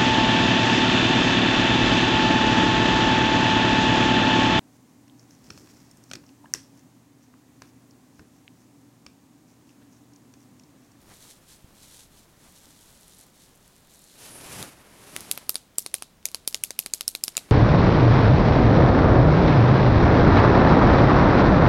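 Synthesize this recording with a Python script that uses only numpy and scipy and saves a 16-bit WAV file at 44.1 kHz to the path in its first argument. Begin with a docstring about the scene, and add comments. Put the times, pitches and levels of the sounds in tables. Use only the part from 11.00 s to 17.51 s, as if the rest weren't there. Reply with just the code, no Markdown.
"""In a quiet room, close to a lapel microphone, fingertips stroke through hair and a coat sleeve swishes.
The hand takes a plastic pen and clicks it against a person's neck: bright presses, duller releases.
Friction is noise of uneven grain, shaped by a spectrum and by the speed or pressure of the contact.
Impacts are short decaying noise bursts, coloured by the struck body; nearby surfaces echo the pen
within about 20 ms, and a faint diffuse tail follows."""
import sys
import numpy as np
from scipy import signal
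from scipy.fft import rfft, irfft, next_fast_len
from scipy.io import wavfile
from scipy.ndimage import map_coordinates

SR = 44100
rng = np.random.default_rng(int(sys.argv[2]) if len(sys.argv) > 2 else 0)


def output_pcm(signal):
    """Save a mono or channel-first signal as 16-bit PCM at the path in sys.argv[1].

    Samples are clipped to [-1, 1] before scaling.
    """
    pcm = np.clip(np.atleast_2d(signal).T, -1, 1) * 32767
    wavfile.write(sys.argv[1], SR, np.round(pcm).astype(np.int16))


N = 287091  # length in samples

# All event levels of short sounds refer to the energy of this span.
REFERENCE_S = 0.005

# Spectrum of the room's hush: frequency_hz, relative_density_db [dB per Hz]
HUSH_SPECTRUM = [(12, -31), (20, 0), (91, -3), (193, -1.5), (301, -5.5), (499, -10), (574, -10), (642, -11),
                 (1370, -16), (2140, -18.5), (3740, -20.5), (4180, -22.5), (4940, -21.5), (16000, -27)]
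# Reverberation time of the room: frequency_hz, t60_s
ROOM_T60 = [(200, 0.3), (2000, 0.47), (5000, 0.37), (10000, 0.36), (16000, 0.047)]
# Reflections from nearby surfaces: delay_s, level_db
ECHOES = [(.0070, -17.5), (.0093, -18), (0.012, -25.5), (0.0174, -34), (.0202, -27.5)]
# Colour of a snap as radiated into the room: frequency_hz, gain_db
RADIATED_COLOUR = [(200, -11.5), (600, -6.5), (1700, -13.5), (2600, -7), (4300, -1), (6000, -2.5),
                   (8000, -1.5), (9800, -2.5), (12500, -1.5), (14000, -10.5), (16000, -21)]

# Spectrum of the coat stirred by the arm: frequency_hz, relative_density_db [dB per Hz]
STIR_SPECTRUM = [(40, 1), (130, -1), (260, -1.5), (450, -10), (900, -8.5), (1600, -14), (4000, -23)]
# Spectrum of flapping cotton folds: frequency_hz, relative_density_db [dB per Hz]
FOLD_SPECTRUM = [(30, -33), (70, -2), (130, 1), (260, 0.5), (450, -2.5), (1000, -5), (2300, -9),
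                 (4000, -17.5), (9000, -41)]
# Spectrum of the rasping weave: frequency_hz, relative_density_db [dB per Hz]
WEAVE_SPECTRUM = [(1000, -26), (2500, -1.5), (4000, -1.5), (5200, 0), (8200, -1), (10500, 1.5), (12000, -3),
                  (14000, -8.5), (16000, -23)]
# Moves of the arm: the fingers set off, a long stroke begins, the hand lifts off the head, fetches
# the pen, swings back, brings the pen to the neck, works the button and lifts away:
# fastest_s, speeding_up_s, slowing_down_s, flapping_db, sliding_db
ARM_MOVES = [(.12, 0.057, 0.034, -51.5, -73), (1.47, 0.098, 0.046, -58, -64),
             (3.264, .17, 0.18, -50.5, -45.5), (3.592, .4, 0.2, -41.5, -41), (3.779, 0.064, 0.49, -54, -59),
             (4.209, 0.48, 0.44, -48, -48.5), (5.8, 0.91, 0.56, -67.5, -79),
             (6.49, 0.31, 0.22, -54.5, -60.5)]
FLAP_POWER, SLIDE_POWER = 1.28, 1.57  # gain as a power of the arm's relative speed
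FLOP_S = 3.61  # the loose cuff flops as the hands meet

# Spectrum of strands under the fingertips: frequency_hz, relative_density_db [dB per Hz]
STRAND_SPECTRUM = [(900, -37), (1600, -6), (2600, -7), (3300, 0), (4100, 1.5), (4900, -1.5), (6100, 0.5),
                   (8000, 0.5), (10700, -1.5), (12500, -6), (14000, -8), (16000, -27)]
# Strokes of the fingertips through the hair: start_s, length_s, level_db, flick_rate_per_s
HAIR_STROKES = [(0.046, 0.36, -53, 10), (0.434, .18, -50.5, 5), (0.712, .38, -53, 10),
                (1.088, 0.19, -54, 5), (1.356, 0.96, -58, 40), (2.315, 0.2, -54.5, 5),
                (2.422, 0.46, -64.5, 20), (2.85, 0.47, -59, 60)]
STROKE_ATTACK_S, STROKE_RELEASE_S = 0.069, 0.089  # the fingers speed up and lift
BEAR_DOWN_DB, BEAR_DOWN_S = 3.5, 0.25  # rise to full pressure and the time it takes
IN_HAIR_S = 3.12  # the hand leaves the hair at this time
# The loudest strands that flick free: start_s, level_db [over 5 ms]
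LOUD_FLICKS = [(2.0806, -52), (2.148, -55), (2.186, -53.5), (2.2114, -49.5), (2.7645, -56), (2.947, -54),
               (3.022, -56), (3.0414, -53)]
# Colour of a flicking strand: frequency_hz, gain_db
FLICK_COLOUR = [(2000, -35), (6000, 2), (10000, 3), (13000, -2), (16000, -20)]
# Smooth slides: hair slips from under the fingers, then the barrel is drawn out of the other hand:
# fastest_s, speeding_up_s, slowing_down_s, level_db, centre_hz
SMOOTH_SLIDES = [(3.15, 0.56, 0.22, -66, 4100), (3.36, 0.1, 0.098, -47.5, 10000)]

# Soft bumps of the hand: start_s, level_db [peak before onset and decay], pitch_hz
HAND_BUMPS = [(.108, -46, 190), (0.644, -30.5, 119), (1.376, -41, 140), (3.457, -33, 80)]
# Ticks of the pen as it is gripped, set on the skin and shifted between clicks:
# start_s, level_db [over 5 ms], brightness_db_per_octave
PEN_TICKS = [(3.295, -54, -20), (3.6272, -33, -3.5), (4.164, -27.5, -1.5), (4.2067, -37.5, 6.5),
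             (4.5441, -38, 1), (5.287, -41.5, -0.5), (5.3161, -47, 3), (5.527, -43, 1), (5.837, -50, 1),
             (6.3531, -46.5, -7)]
# Colour of a plastic snap: frequency_hz, gain_db
SNAP_COLOUR = [(300, -25.5), (1000, -13), (1700, -5), (2100, 1), (2700, 2), (3400, 1), (4600, 5.5),
               (6000, 3.5), (8500, 1.5), (9600, 6), (11000, 1), (12700, 0.5), (13800, -7), (16000, -10)]
# Colour of the pen's damped knock in the hand: frequency_hz, gain_db
KNOCK_COLOUR = [(60, -25.5), (140, -8), (260, -0.5), (560, 2.5), (900, -3), (1300, 0.5), (2200, -10.5),
                (4000, -40)]
SPRING_HZ, SPRING_WIDTH_HZ, SPRING_T60 = 4000, 450, 0.3  # faint after-ring; T60 in s
# Presses; the grip shifts the barrel's resonances and passes on more or less of the jolt:
# start_s, level_db [over 5 ms], brightness_db_per_octave, lower_hz, upper_hz, knock_db
PRESSES = [(4.3135, -18, 5, 3260, 8500, -45), (4.494, -17, 6.5, 2900, 11900, -35),
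           (4.7836, -16, 5, 5770, 7700, -40.5), (4.9417, -19.5, 1.5, 2470, 10250, -39),
           (5.255, -20.5, 1, 6640, 11800, -47), (5.4764, -18.7, 4.5, 2900, 9300, -37),
           (5.6374, -19.5, 2.5, 2430, 11200, -50), (5.7907, -18, 3, 2850, 13100, -39),
           (5.9371, -18.5, 2, 6600, 8160, -42), (6.0792, -17.5, 4, 5170, 9700, -41.5),
           (6.2379, -18.5, 5, 5250, 7900, -44.5), (6.3689, -19, 0.5, 4020, 7200, -43)]
# Duller releases: start_s, level_db [over 5 ms], lower_hz, upper_hz
RELEASES = [(4.376, -31.5, 2720, 12400), (4.5557, -23, 4800, 9800), (4.8625, -29, 4080, 9800),
            (5.0231, -31, 6240, 10300), (5.346, -25, 4400, 10800), (5.545, -21.5, 3600, 6800),
            (5.7064, -30, 6300, 9100), (5.8612, -28.5, 2420, 10600), (6.0089, -25.5, 3740, 10400),
            (6.1506, -25.5, 4060, 7800), (6.2804, -25.5, 4960, 10000), (6.3776, -25.5, 2500, 10500)]
RELEASE_BRIGHT = -1.03  # dB per octave, the same for every release
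# The button takes up its slack before each press: lead in s, level in dB, dB per octave
SLACK_S, SLACK_DB, SLACK_BRIGHT = 0.027, -59, -5.5
TOP_HZ = 16100  # band limit of the recorder


def amp(db):
    """Logarithmic level: decibels become an amplitude gain."""
    return 10 ** (np.asarray(db) / 20)


def unit(x):
    """Mean power: scale to rms 1."""
    return x / np.sqrt(np.mean(x ** 2) + 1e-20)


def burst(x):
    """Impulse energy: scale a short sound to the energy of 5 ms at rms 1."""
    return x * np.sqrt(REFERENCE_S * SR / (np.sum(x ** 2) + 1e-20))


def along(points, hz):
    """Spectral envelope: interpolate (Hz, value) points on a log-frequency axis."""
    point_hz, values = np.transpose(points)
    return np.interp(np.log(hz + 1), np.log(point_hz + 1), values)


def tilt(bright, hz):
    """Contact stiffness: harder contacts lift the treble, in dB per octave from 2 to 14 kHz."""
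    return bright * np.log2(np.clip(hz, 2000, 14000))


def wobble(rate):
    """Slow fluctuation: a smooth random curve with rate knots a second."""
    knots = rng.standard_normal(int(N * rate / SR) + 4)
    return map_coordinates(knots, [np.arange(N) * rate / SR])


def filtered(x, response):
    """Linear filtering: multiply the spectrum of x by a response of frequency."""
    m = next_fast_len(N + SR // 2)
    return irfft(rfft(x, m) * response(np.fft.rfftfreq(m, 1 / SR)), m)[:N]


def coloured(x, gain_db, size=2048):
    """Causality: colour a short sound with a minimum-phase response, by folding its cepstrum."""
    log_gain = np.log(amp(gain_db(np.fft.rfftfreq(size, 1 / SR))))
    cepstrum = irfft(log_gain)
    cepstrum[1:size // 2] *= 2
    cepstrum[size // 2 + 1:] = 0
    return irfft(rfft(x, size) * np.exp(rfft(cepstrum)))


def add(track, s, sound):
    """Superposition: mix a sound into the track at time s."""
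    part = track[max(0, round(s * SR)):][:len(sound)]
    part += sound[:len(part)]


def friction(spectrum, grain_db):
    """Granular noise: countless tiny slips of uneven size, with the given spectrum, at rms 1."""
    size_db = grain_db * np.minimum(rng.exponential(size=N), 7)
    slips = rng.standard_normal(N) * amp(size_db)
    return unit(filtered(slips, lambda hz: amp(along(spectrum, hz))))


def band(centre_hz, octaves):
    """Band-limited noise at rms 1, halved in amplitude at the given octaves from its centre."""
    def response(hz):
        return 1 / (1 + (np.log2((hz + 1) / centre_hz) / octaves) ** 4)
    return unit(filtered(rng.standard_normal(N), response))


def speed(s, rise, fall):
    """Uniform acceleration: a hand speeds up evenly until time s, then slows evenly to rest, 0-1."""
    return np.interp(np.arange(N) / SR, [s - rise, s, s + fall], [0, 1, 0])


def held(start, length):
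    """Contact envelope: attack, hold and release of a finger's contact, 0-1."""
    t = np.arange(N) / SR - start
    return np.clip(np.minimum(t / STROKE_ATTACK_S, (length - t) / STROKE_RELEASE_S), 0, 1)


def in_hair():
    """Resting contact: 1 while the hand lies in the hair, 0 once it has lifted."""
    return held(-STROKE_ATTACK_S, IN_HAIR_S + STROKE_ATTACK_S)


def hush():
    """Stationary background noise: the room's steady hush, strongest in the bass."""
    return amp(-59.0) * friction(HUSH_SPECTRUM, grain_db=0.5)


def room(bright, tail_db=-23, scatter_db=-24, scatter_t60=0.14, gap=0.0044, echo_t60=0.011):
    """Reflection and decay: near echoes, scatter off the furniture and a faint tail answer a snap."""
    hz, frames, z = signal.stft(rng.standard_normal(SR // 3), SR, nperseg=256)
    decay = amp(-60 * frames / along(ROOM_T60, hz)[:, None])
    tail = signal.istft(z * decay, SR, nperseg=256)[1]
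    t = np.arange(len(tail)) / SR

    def dying(t60):
        return burst(rng.standard_normal(len(t)) * amp(-60 * t / t60))

    answer = np.zeros(len(t))
    add(answer, gap, amp(tail_db) * burst(tail) + amp(scatter_db) * dying(scatter_t60))
    for delay, db in ECHOES:
        add(answer, delay, amp(db) * dying(echo_t60))
    # the pen radiates a different colour sideways than towards the microphone
    tinted = coloured(answer, lambda hz: along(RADIATED_COLOUR, hz) + tilt(bright, hz), size=16384)
    return tinted * np.linalg.norm(answer) / np.linalg.norm(tinted)


def arm(stir_db=-61, settle_db_per_s=-2.1):
    """Low cloth friction: the stroking arm stirs the coat in uneven rustles that slowly calm down."""
    uneven_db = 2.6 * wobble(25)
    level_db = stir_db + settle_db_per_s * np.arange(N) / SR + uneven_db
    return in_hair() * amp(level_db) * friction(STIR_SPECTRUM, grain_db=4)


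def sleeve():
    """Speed-dependent friction: cotton folds flap low and the weave rasps high, catching together."""
    flapping, sliding = np.zeros(N), np.zeros(N)
    for s, rise, fall, flap_db, slide_db in ARM_MOVES:
        pace = speed(s, rise, fall)
        flapping = np.hypot(flapping, amp(flap_db) * pace ** FLAP_POWER)
        sliding = np.hypot(sliding, amp(slide_db) * pace ** SLIDE_POWER)
    catch = amp(0.98 * wobble(70))
    folds = flapping * friction(FOLD_SPECTRUM, grain_db=3.0)
    weave = sliding * friction(WEAVE_SPECTRUM, grain_db=2.0)
    return catch * (folds + weave)


def flop(flop_db=-44.5, rise=0.1, fall=0.074, centre_hz=130, octaves=0.77):
    """Displaced air: the loose cuff swings and pushes one low puff."""
    return amp(flop_db) * speed(FLOP_S, rise, fall) * band(centre_hz, octaves)


def flick(t60=0.0041, strike=3.8):
    """Released tension: one taut strand snaps off a fingernail in a sharp tick and a brief fizz."""
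    t = np.arange(SR // 40) / SR
    fizz = rng.standard_normal(len(t)) * amp(-60 * t / t60)
    fizz[0] += strike
    return burst(coloured(fizz, lambda hz: along(FLICK_COLOUR, hz)))


def hair(hiss_db=-0.5, rest_db=-68, flick_db=-62, flick_spread_db=3):
    """Sliding and release: strands hiss under the fingertips and now and then one flicks free."""
    t = np.arange(N) / SR
    stroke, rate = amp(rest_db) * in_hair(), np.zeros(N)
    for s, length, db, flicks_per_s in HAIR_STROKES:
        contact = held(s, length)
        pressure_db = BEAR_DOWN_DB * np.clip((t - s) / BEAR_DOWN_S - 1, -1, 0)
        stroke = np.hypot(stroke, amp(db + pressure_db) * contact)
        rate += flicks_per_s * contact
    out = stroke * amp(hiss_db + 1.6 * wobble(39.52)) * friction(STRAND_SPECTRUM, grain_db=3.5)
    # a flick is no louder in a fast stroke than in a slow one
    flick_gain = amp(flick_db + flick_spread_db * rng.standard_normal(N))
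    caught = (rng.random(N) < rate / SR) * flick_gain
    out += signal.fftconvolve(caught, flick())[:N]
    for s, db in LOUD_FLICKS:
        add(out, s, amp(db) * flick())
    return out


def slides(octaves=0.17):
    """Smooth sliding: each slide hisses thinly in its own narrow band, louder the faster it goes."""
    out = np.zeros(N)
    for s, rise, fall, db, centre_hz in SMOOTH_SLIDES:
        out += amp(db) * speed(s, rise, fall) * band(centre_hz, octaves)
    return out


def snap(bright, peaks_hz=(), crack_t60=0.0058, rise=0.00016, strike=1.38, grip_db=8.0,
         grip_width_hz=600):
    """Impact and resonance: a sharp strike and short crack excite the barrel's damped resonances."""
    t = np.arange(SR // 40) / SR
    crack = rng.standard_normal(len(t)) * amp(-60 * t / crack_t60) * (1 - np.exp(-t / rise))
    add(crack, rise, np.array([strike]))

    def barrel(hz):
        return sum(grip_db / (1 + ((hz - peak) / grip_width_hz) ** 2) for peak in peaks_hz)

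    return burst(coloured(crack, lambda hz: along(SNAP_COLOUR, hz) + tilt(bright, hz) + barrel(hz)))


def knock(t60=0.012, scrape=0.085):
    """Damped impulse: the barrel jolts against finger and skin in one push with a little scrape."""
    t = np.arange(SR // 40) / SR
    push = scrape * rng.standard_normal(len(t)) * amp(-60 * t / t60)
    push[0] += 1
    return burst(coloured(push, lambda hz: along(KNOCK_COLOUR, hz)))


def touches(jolt_db=-13, bump_t60=0.017, bump_rise=0.00084):
    """Light impact and damped oscillation: ticks of the pen and dull bumps from the working hand."""
    out, t = np.zeros(N), np.arange(SR // 10) / SR
    for s, db, bright in PEN_TICKS:
        add(out, s, amp(db) * snap(bright, crack_t60=0.0043))
        add(out, s, amp(db + jolt_db) * knock())
        add(out, s, amp(db) * room(bright))
    for s, db, hz in HAND_BUMPS:
        envelope = amp(db - 60 * t / bump_t60) * (1 - np.exp(-t / bump_rise))
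        add(out, s, envelope * np.sin(2 * np.pi * hz * t))
    return out


def spring():
    """Free vibration: the coil shivers on in a narrow, fuzzy band."""
    t = np.arange(SR // 5) / SR
    shiver = rng.standard_normal(len(t)) * amp(-60 * t / SPRING_T60)

    def resonance_db(hz):
        return -20 * np.log10(1 + ((hz - SPRING_HZ) / SPRING_WIDTH_HZ) ** 2)

    return burst(coloured(shiver, resonance_db, size=16384))


def click(db, bright, low_hz, high_hz, knock_db, spring_db=-53, room_db=0,
          rattle_db=-31, rattle_span=0.047, count=3):
    """Stored energy let go: the spring slams the cam, the pen jolts, loose parts settle, the room answers."""
    out = np.zeros(SR // 2)
    add(out, 0, amp(db) * snap(bright, (low_hz, high_hz)))
    add(out, 0, amp(knock_db) * knock())
    add(out, 0, amp(spring_db) * spring())
    add(out, 0, amp(db + room_db) * room(bright))
    for late in rattle_span * rng.random(count):
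        part_db = db + rattle_db + 2 * rng.standard_normal()
        add(out, late, amp(part_db) * snap(bright, (low_hz,)))
    return out


def cam_slip(bright):
    """Stick-slip: the cam gives a little in a snap of softer onset."""
    return snap(bright, rise=0.0012, strike=1.0)


def pen(lead=0.00051, lead_db=-21, ride=0.003, ride_db=-33, release_knock_db=-39.5):
    """Cam and latch: a press takes up slack, rides up the cam and trips it; a release lets it drop back."""
    out = np.zeros(N)
    for s, db, bright, low_hz, high_hz, knock_db in PRESSES:
        add(out, s - SLACK_S, amp(SLACK_DB) * snap(SLACK_BRIGHT))
        add(out, s - ride, amp(db + ride_db) * cam_slip(bright))
        add(out, s - lead, amp(db + lead_db) * cam_slip(bright))
        add(out, s, click(db, bright, low_hz, high_hz, knock_db))
    for s, db, low_hz, high_hz in RELEASES:
        add(out, s - lead, amp(db + lead_db) * cam_slip(RELEASE_BRIGHT))
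        add(out, s, click(db, RELEASE_BRIGHT, low_hz, high_hz, release_knock_db))
    return out


def scene():
    """Superposition: the room's hush, cloth, hair, hand and pen sum into one channel."""
    cloth = arm() + sleeve() + flop()
    hand = hair() + slides() + touches()
    return (hush() + cloth + hand + pen())[None]


def record(dry):
    """Saturation and band limit: the recorder rounds off the highest peaks and cuts the top treble."""
    top = 0.56  # the rounded peaks stay below this amplitude
    rounded = dry[0] / (1 + np.abs(dry[0] / top) ** 6) ** (1 / 6)
    return filtered(rounded, lambda hz: 1 / np.sqrt(1 + (hz / TOP_HZ) ** 160))[None]


dry = scene()
out = record(dry)
output_pcm(out)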